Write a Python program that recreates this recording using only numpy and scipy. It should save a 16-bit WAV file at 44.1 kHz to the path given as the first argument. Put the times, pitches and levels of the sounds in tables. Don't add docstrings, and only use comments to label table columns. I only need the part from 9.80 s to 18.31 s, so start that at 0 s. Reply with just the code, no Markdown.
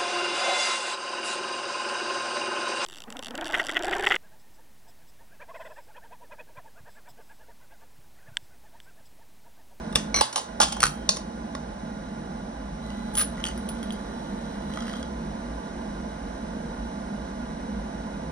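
import sys
import numpy as np
from scipy import signal
from scipy.fft import rfft, irfft, next_fast_len
from scipy.io import wavfile

SR = 44100
rng = np.random.default_rng(int(sys.argv[2]) if len(sys.argv) > 2 else 0)


def put_to_file(sound):
    columns = np.atleast_2d(sound).T
    safe = np.clip(columns, -1, 1)
    whole_steps = np.round(safe * 32767)
    wavfile.write(sys.argv[1], SR, whole_steps.astype(np.int16))


N = 375291
TIME = np.arange(N) / SR
FFT_SIZE = 2 * next_fast_len(N // 2 + 1, True)
HZ = np.maximum(np.fft.rfftfreq(FFT_SIZE, 1 / SR), 1)
HEATER_OFF_S, HEATER_ON_S = 0.1, 3.07

# freq_hz, level_db
SNAP_SPECTRUM = [(200, 3), (600, 3), (1100, 0.5), (2000, -3.5), (3300, -6), (5300, -4), (8500, -5.5),
                 (10500, -8), (12500, -59), (14500, -19)]
# freq_hz, level_db
KNOCK_SPECTRUM = [(200, -25), (450, -16.5), (830, 6.5), (1150, -1.5), (2000, -13.5), (3300, -5),
                  (5300, -4.5), (8500, -3), (10500, -9.5), (12500, -46), (14500, -32)]
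# start_s, level_db, low_modes_db
CLOSING_HITS = [(.8011, -8.5, -0.5), (.8138, -7.5, -15), (.8203, -12.5, -7), (.826, -15, -5),
                (.8325, -10.5, -14), (.883, -27, 1), (.9223, -19, -11), (.9655, -33, 6)]
# start_s, end_s, whine_db, whistle_db, rubbing_db
STEPPER_MOVES = [(3.007, 3.378, -59, -57, -53), (3.347, 4.887, -69, -61.5, -55),
                 (4.866, 5.235, -64, -55, -50)]


def from_db(db):
    return 10 ** (np.asarray(db) / 20)


def unit_rms(x):
    return x / np.sqrt(np.mean(x ** 2) + 1e-20)


def add(track, start, sound):
    track[start:start + len(sound)] += sound[:N - start]


def held(start_s, end_s, attack_s, release_s):
    return np.clip(np.minimum((TIME - start_s) / attack_s, (end_s - TIME) / release_s), 0, 1)


def at_hz(rows, hz):
    points_hz, *columns = np.transpose(rows)
    return [np.interp(np.log(hz), np.log(points_hz), column) for column in columns]


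def noise(gain):
    return irfft(rfft(rng.standard_normal(FFT_SIZE)) * gain)[:N]


def coloured(x, spectrum, size=512):
    db, = at_hz(spectrum, np.maximum(np.fft.rfftfreq(size, 1 / SR), 1))
    cepstrum = irfft(np.log(from_db(db)))
    cepstrum[1:size // 2] *= 2
    cepstrum[size // 2 + 1:] = 0
    response = irfft(np.exp(rfft(cepstrum)))
    return signal.oaconvolve(x, response / np.linalg.norm(response))[:N]


def wavering_tone(cycles, waver_db=4.0, waver_hz=8, wander_rad=0.52):
    level, phase = [unit_rms(noise(np.exp(-HZ / waver_hz))) for _ in range(2)]
    return np.sqrt(2) * from_db(waver_db * level) * np.sin(2 * np.pi * cycles + wander_rad * phase)


def ring(hz, t60_s, build_cycles=0.39):
    age_s = np.arange(int(t60_s * SR)) / SR
    onset = 1 - np.exp(-age_s * hz / build_cycles)
    return np.sin(2 * np.pi * hz * age_s) * from_db(-60 * age_s / t60_s) * onset


def struck(hits, modes, spectrum, crack_db, crack_t60_s, crack_room_db, ring_room_db,
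           detune=0.0, low_below_hz=1900, scatter_db=0.0, attack_s=0.00057):
    age_s = np.arange(4000) / SR
    envelope = (1 - np.exp(-age_s / attack_s)) * from_db(crack_db - 60 * age_s / crack_t60_s)
    cracks, rings = np.zeros(N), np.zeros(N)
    for start_s, level_db, low_modes_db in hits:
        start = round(start_s * SR)
        add(cracks, start, from_db(level_db) * envelope * rng.standard_normal(len(age_s)))
        for hz, mode_db, t60_s in modes:
            louder, higher = rng.standard_normal(2)
            gain = from_db(level_db + mode_db + scatter_db * louder + low_modes_db * (hz < low_below_hz))
            add(rings, start, gain * ring(hz * (1 + detune * higher), t60_s))
    cracks = coloured(cracks, spectrum)
    return np.array([cracks + rings, from_db(crack_room_db) * cracks + from_db(ring_room_db) * rings])


def settling(hits, loss_db, duller_db, lag_s=0.0036):
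    contacts = []
    for start_s, level_db, low_modes_db in hits:
        contacts.append((start_s, level_db, low_modes_db))
        contacts.append((start_s + lag_s, level_db - loss_db, low_modes_db + duller_db))
    return contacts


def rattle(start_s, end_s, count, level_db, edge_drop_db, low_modes_db, spread_db=4.5):
    places = (np.arange(count) + rng.random(count)) / count
    levels_db = level_db - edge_drop_db * (2 * places - 1) ** 2 + spread_db * rng.standard_normal(count)
    return [(start_s + place * (end_s - start_s), db, low_modes_db)
            for place, db in zip(places, levels_db)]


def idleness(lag_s=0.42):
    since_off, since_on = [np.maximum(TIME - s, 0) for s in (HEATER_OFF_S, HEATER_ON_S)]
    return np.exp(-since_on / lag_s) - np.exp(-since_off / lag_s)


def fan_air(ripple_db=3.0, echo_s=0.0048, dip_db=-25, dip_below_hz=520, idle_db=-1.87):
    # freq_hz, density_db_per_hz
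    rush = [(22, -93), (42, -67.5), (100, -75), (135, -74.5), (175, -59.5), (310, -67), (420, -73.5),
            (600, -68.5), (780, -71.5), (1100, -80.5), (1600, -80.5), (2400, -89), (6000, -96), (9300, -96),
            (11000, -109), (12500, -134)]
    # pitch_hz, width_hz, level_db
    hums = [(54.1, 10, -41.5), (158.1, 3.1, -48.5), (203.8, 6.5, -41), (229.4, 6.9, -41.5),
            (269, 18, -48.5), (359, 9, -58.5), (405.5, 10, -55), (467.2, 8.5, -51), (526, 41, -49.5),
            (658, 35, -47.5), (1012, 45, -51.5), (1158, 25, -58), (1436.4, 32, -53.5), (2070, 130, -81),
            (2930, 77, -64.5), (5700, 370, -62)]
    rush_db, = at_hz(rush, HZ)
    reflections = rng.standard_normal(N) * np.exp(-TIME / echo_s)
    ripple = unit_rms(rfft(reflections, FFT_SIZE).real)
    power = from_db(rush_db + ripple_db * ripple * (HZ > 300)) ** 2
    for hz, width_hz, db in hums:
        power += from_db(db) ** 2 * 2 / (np.pi * width_hz) / (1 + ((HZ - hz) / width_hz) ** 2) ** 2
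    gain = np.sqrt(power * SR / 2)
    bass_share = 1 / (1 + (HZ / dip_below_hz) ** 4)
    dip = held(0.415, 0.749, attack_s=0.03, release_s=0.21)
    bass = noise(gain * np.sqrt(bass_share)) * from_db(dip_db * dip)
    treble = noise(gain * np.sqrt(1 - bass_share))
    return (bass + treble) * from_db(idle_db * idleness())


def gliding_fan(full_turns_per_s=130, idle_turns_per_s=113.6, spin_up_s=2.2):
    orders = (1, 7, 14, 16)
    levels_db = (-60, -53.5, -71.5, -73.5)
    spin_up_boosts_db, idle_drops_db = (0, 5, 9.5, 0), (-2, 0, 12, 9)
    idle = idleness()
    effort = held(HEATER_ON_S, HEATER_ON_S + spin_up_s, attack_s=0.15, release_s=0.6)
    turns = np.cumsum(full_turns_per_s + (idle_turns_per_s - full_turns_per_s) * idle) / SR
    return sum(from_db(db + boost_db * effort - drop_db * idle) * wavering_tone(order * turns)
               for order, db, boost_db, drop_db in zip(orders, levels_db, spin_up_boosts_db, idle_drops_db))


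def steady_fan(blade_hz=858, level_db=-48.3):
    return from_db(level_db) * wavering_tone(blade_hz * TIME, waver_db=0.5, wander_rad=0.31)


def trapdoor_opening():
    # start_s, level_db, low_modes_db
    hits = [(.1265, -34, 2), (.153, -23, -7), (.1568, -5.5, -9.5)]
    # pitch_hz, level_db, t60_s
    modes = [(634, -24, 0.04), (1210, -13, 0.033), (1730, -15, 0.016), (2760, -10.5, 0.026),
             (3600, -0.5, 0.015), (4820, -13, 0.016), (5180, -8, 0.017), (8350, -6.5, 0.015),
             (8770, -3.5, 0.012)]
    return struck(settling(hits, loss_db=10, duller_db=20.5), modes, SNAP_SPECTRUM, detune=0.022,
                  crack_db=-11.5, crack_t60_s=0.041, crack_room_db=-1.5, ring_room_db=-12)


def case_on_chute():
    # start_s, level_db, low_modes_db
    hits = [(.3432, -15, 8.2), (.3605, -15, 1), (.374, -22, 7.1), (.388, -24, 7.8)]
    # pitch_hz, level_db, t60_s
    modes = [(1104, -11, 0.032), (2187, -15, 0.04), (2254, -15, 0.05), (4158, -9, 0.12), (4200, -17, .09),
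             (5898, -5, 0.13), (5949, -19, .07), (8550, -18, 0.036), (12160, -42, 0.11), (14200, -32, .08)]
    chatter = rattle(0.348, 0.402, count=6, level_db=-24.5, edge_drop_db=3, low_modes_db=4)
    return struck(hits + chatter, modes, SNAP_SPECTRUM, low_below_hz=2600,
                  crack_db=-6, crack_t60_s=0.045, crack_room_db=-4, ring_room_db=-19)


def case_on_base():
    # start_s, level_db, low_modes_db
    hits = [(.4098, -7.5, -6.5), (.5275, -24.5, -21), (.5587, -13, -19), (.568, -22.5, -9), (.578, -21, -9)]
    # pitch_hz, level_db, t60_s
    modes = [(605, -11, 0.022), (730, -13, 0.017), (860, 1.5, 0.023), (920, -13, 0.021), (1050, -24, 0.026),
             (1560, -26, 0.053), (2964, -12, 0.034), (5200, -22, 0.055), (5500, -3, 0.012),
             (9900, -13, 0.057)]
    return struck(settling(hits, loss_db=11, duller_db=19.5), modes, KNOCK_SPECTRUM,
                  crack_db=-2, crack_t60_s=0.028, crack_room_db=-1.5, ring_room_db=-8)


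def trapdoor_closing():
    # pitch_hz, level_db, t60_s
    modes = [(626, -30, 0.025), (780, -5.5, 0.025), (856, -4, 0.03), (1053, -9, 0.031), (1410, -10, 0.026),
             (2730, -22.5, 0.086), (3460, -20, 0.051), (4900, -19, 0.021), (5420, -9.5, 0.019)]
    claps = settling(CLOSING_HITS, loss_db=13, duller_db=16.5)
    chatter = rattle(0.804, 0.846, count=7, level_db=-22, edge_drop_db=6, low_modes_db=-8)
    return struck(claps + chatter, modes, KNOCK_SPECTRUM, detune=0.031,
                  crack_db=-3.5, crack_t60_s=0.044, crack_room_db=-6, ring_room_db=-5)


def trapdoor_after_ring():
    # pitch_hz, level_db, t60_s
    modes = [(2713, -42, .3), (3164, -37, 1.2), (3257, -39, .25), (3395, -38, .5), (4134, -42, .45),
             (5351, -35, .35)]
    clap_s = CLOSING_HITS[0][0]
    track = np.zeros(N)
    for hz, db, t60_s in modes:
        add(track, round(clap_s * SR), from_db(db) * ring(hz, t60_s, build_cycles=1))
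    return track


def case_in_tube():
    # start_s, level_db, low_modes_db
    hits = [(1.0037, -14, -14), (1.0205, -16.5, -15), (1.0296, -6.5, 3.5), (1.0372, -7.5, 6),
            (1.0545, -13, -16), (1.0665, -16, -3)]
    # pitch_hz, level_db, t60_s
    modes = [(146.7, -36, 0.7), (1254, -9.5, 0.024), (1360, -8, 0.035), (1505, -20, 0.1), (2570, -21, .025),
             (3360, -24, 0.018), (4380, -19, 0.075), (5700, -13, 0.037), (8500, -22, .04),
             (10100, -31, 0.26), (14600, -41, 0.34)]
    # freq_hz, level_db
    spectrum = [(200, -23), (600, -13), (1100, -5), (2000, -10), (3300, -9), (5300, -12), (8500, -3.5),
                (10500, -13), (12500, -39), (14500, -39)]
    knocks = settling(hits, loss_db=19, duller_db=-10)
    chatter = rattle(1.038, 1.082, count=7, level_db=-25, edge_drop_db=4, low_modes_db=-4)
    return struck(knocks + chatter, modes, spectrum, detune=0.0061,
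                  crack_db=1.5, crack_t60_s=0.014, crack_room_db=-10, ring_room_db=-9)


def case_on_trapdoor():
    # start_s, level_db, low_modes_db
    hits = [(1.2908, -2.5, -4), (1.362, -27, -4), (1.369, -21.5, 3), (1.7505, -27.5, 13)]
    # pitch_hz, level_db, t60_s
    modes = [(625, -14, 0.034), (1060, -5.5, 0.014), (1860, -15, 0.015), (2060, -26, .02),
             (3700, -8, 0.018), (4430, -24, 0.022), (5330, -13, 0.018), (5570, -11, 0.029),
             (9560, -30, 0.018)]
    # freq_hz, level_db
    spectrum = [(200, -17), (600, 0), (1100, -15), (2500, -7.5), (4400, 2), (5400, 0.5), (7000, 2.5),
                (7600, -7), (9600, 4), (10800, -18), (12500, -57), (14500, -25)]
    return struck(settling(hits, loss_db=15.5, duller_db=10), modes, spectrum, detune=0.014,
                  crack_db=-2.5, crack_t60_s=0.017, crack_room_db=-6, ring_room_db=-8)


def stepper_whine(pitch_hz=2000.5, fade_s=0.053):
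    level = sum(from_db(db) * held(start_s, end_s, fade_s, fade_s)
                for start_s, end_s, db, _, _ in STEPPER_MOVES)
    return level * wavering_tone(pitch_hz * TIME, waver_db=3, waver_hz=40, wander_rad=0.5)


def drive_whistle(pitch_hz=4001, left_lead_rad=-2.7, balance_db=-3.5, fade_s=0.029):
    tone = np.sqrt(2) * np.sin(2 * np.pi * pitch_hz * TIME + np.array([[left_lead_rad], [0]]))
    level = sum(from_db(db) * held(start_s, end_s, fade_s, fade_s)
                for start_s, end_s, _, db, _ in STEPPER_MOVES)
    return tone * level * from_db([[balance_db / 2], [-balance_db / 2]])


def disc_rubbing(slips_per_s=500, spread_db=3.5, fade_s=0.04):
    # freq_hz, level_db
    spectrum = [(500, -7), (1250, 1), (1700, -11), (2400, -32), (3150, -3.5), (3800, -11), (5200, -15.5),
                (9000, -10.5), (12500, -31)]
    slips = (rng.random(N) < slips_per_s / SR) * rng.choice([-1, 1], N)
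    strength = from_db(-spread_db * np.clip(rng.standard_normal(N), -2, 2))
    pressure = sum(from_db(db) * held(start_s, end_s, fade_s, fade_s)
                   for start_s, end_s, _, _, db in STEPPER_MOVES)
    return unit_rms(coloured(slips * strength, spectrum)) * pressure


def disc_ticks():
    # start_s, level_db, low_modes_db
    hits = [(3.1031, -32, -1), (3.655, -29, 11.5), (3.6675, -21, 0), (3.689, -31, 8), (3.7761, -31, 8.5),
            (4.029, -27.5, 2), (4.1233, -29, -3), (4.973, -29.5, 8), (5.0058, -28, -6), (5.0265, -33, -4),
            (5.038, -36, 0), (5.0675, -33.5, 9), (5.095, -32, 7), (5.131, -32, 3), (5.156, -35, -2),
            (5.2283, -24.5, -1)]
    # pitch_hz, level_db, t60_s
    modes = [(1400, -5.5, 0.011), (1850, -13, 0.015), (3174, -8.5, 0.021), (4900, -10, 0.009),
             (6040, -8, 0.0059), (9000, -16, 0.012)]
    # freq_hz, level_db
    spectrum = [(200, -10), (600, 3), (1500, -21), (3000, -23), (5300, -1), (9500, -11), (12000, -55),
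                (14500, -34)]
    scuff = rattle(3.572, 3.612, count=6, level_db=-41, edge_drop_db=3, low_modes_db=13)
    ticks = rattle(4.9, 5.18, count=16, level_db=-36, edge_drop_db=4, low_modes_db=7)
    return struck(hits + scuff + ticks, modes, spectrum, detune=0.055, scatter_db=3,
                  crack_db=-5.5, crack_t60_s=0.012, crack_room_db=-29, ring_room_db=-3)


def cases_in_hopper():
    # start_s, level_db, low_modes_db
    hits = [(3.339, -42, -10), (3.3525, -29, -6), (3.3695, -24, 4), (3.375, -19.5, -3), (3.3825, -23, -3),
            (3.3895, -25, 0), (3.3935, -18, -10), (3.4065, -22, 2), (3.412, -19, 2), (3.4195, -29, 2),
            (3.437, -36, -5), (3.7761, -42, -2), (3.8888, -32, -10), (4.029, -43, 6), (4.1233, -43, 2)]
    # pitch_hz, level_db, t60_s
    modes = [(1250, -15, 0.047), (1570, -10.5, 0.026), (1780, -31, 0.017), (9620, -26, 0.09),
             (9850, -15, 0.22), (9950, 0, 0.12), (10160, -20, 0.17), (12900, -12, 0.07), (14750, -18, .07),
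             (15000, -7, 0.062)]
    # freq_hz, level_db
    spectrum = [(200, -35), (600, 1), (1500, 1), (2200, -3.5), (3200, 1), (5300, -2.5), (7600, -2.5),
                (9000, 3), (11500, -36), (14000, -9)]
    jostle = rattle(3.364, 3.44, count=6, level_db=-28.5, edge_drop_db=5, low_modes_db=2)
    return struck(hits + jostle, modes, spectrum, detune=0.00325,
                  crack_db=-4, crack_t60_s=0.048, crack_room_db=-9, ring_room_db=-17)


def case_on_rim():
    # start_s, level_db, low_modes_db
    hits = [(3.3528, -15, -11), (3.6399, -17.5, 3), (3.6525, -20, 0), (3.663, -19.5, -15),
            (3.6735, -23, -6), (3.6855, -21, -17), (3.713, -41, 8), (3.8888, -40.5, 10), (4.106, -33, 8.5),
            (4.937, -32.5, 0), (4.961, -38, -6), (4.975, -43, 10)]
    # pitch_hz, level_db, t60_s
    modes = [(3050, -7, 0.012), (3230, -2.5, 0.015), (4700, -14, .01), (9200, -9.5, 0.0067)]
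    # freq_hz, level_db
    spectrum = [(200, 0), (1500, -14), (3200, -16), (3800, -26), (4800, -5), (7600, 1), (9000, 2),
                (11000, -15), (12500, -43), (14500, -24)]
    return struck(hits, modes, spectrum, detune=0.021, low_below_hz=4000,
                  crack_db=-4.5, crack_t60_s=0.011, crack_room_db=-4, ring_room_db=-11)


def room(x, t60_s=0.26, band_hz=(500, 9000), build_s=0.0033):
    age_s = np.arange(22000) / SR
    envelope = from_db(-60 * age_s / t60_s) * (1 - np.exp(-age_s / build_s))
    tail = rng.standard_normal(len(age_s)) * envelope
    bandpass = signal.butter(1, band_hz, "band", fs=SR, output="sos")
    return signal.oaconvolve(x, signal.sosfilt(bandpass, tail / np.linalg.norm(tail)))[:N]


def microphone(direct, diffuse, other_diffuse):
    # freq_hz, lead_rad, balance_db, diffuse_coherence
    ports = [(60, 0, -.4, .99), (200, -.3, -1.4, .99), (300, -.35, -2, .92), (420, -1.1, -3, .8),
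             (620, -1.7, -8, .65), (850, -2.3, -6, .6), (1100, -1.8, -3.5, .5), (1400, -.2, -5, .3),
             (1900, .3, -2, .35), (2400, 1.5, -1.5, .3), (3000, 1.8, 0, .7), (5000, 1.2, 0, .4),
             (6000, 1.3, 0, .65), (7000, 2.9, 0, .8), (8500, 3.9, 0, .8), (10000, 5.2, 0, .8),
             (11200, 6, 0, .9), (13000, 3.7, 0, .9)]
    lead_rad, balance_db, coherence = at_hz(ports, HZ)
    shared = rfft(direct, FFT_SIZE) + np.sqrt((1 + coherence) / 2) * rfft(diffuse, FFT_SIZE)
    apart = np.sqrt((1 - coherence) / 2) * rfft(other_diffuse, FFT_SIZE)
    lean = from_db(balance_db / 2) * np.exp(0.5j * lead_rad)
    rms_gain = np.sqrt((abs(lean) ** 2 + abs(lean) ** -2) / 2)
    return irfft(np.array([(shared + apart) * lean, (shared - apart) / lean]) / rms_gain)[:, :N]


def scene():
    case_out = trapdoor_opening() + case_on_chute() + case_on_base()
    case_in = trapdoor_closing() + case_in_tube() + case_on_trapdoor()
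    feed = disc_ticks() + cases_in_hopper() + case_on_rim()
    contacts, room_send = case_out + case_in + feed
    direct = contacts + trapdoor_after_ring() + disc_rubbing() + stepper_whine()
    direct += gliding_fan() + steady_fan()
    diffuse_pair = [room(room_send) + fan_air() for _ in range(2)]
    return microphone(direct, *diffuse_pair) + drive_whistle()


def record(dry, cutoff_hz=15400):
    lowpass = signal.ellip(10, 0.1, 80, cutoff_hz, fs=SR, output="sos")
    return signal.sosfilt(lowpass, np.tanh(dry))


dry = scene()
out = record(dry)
put_to_file(out)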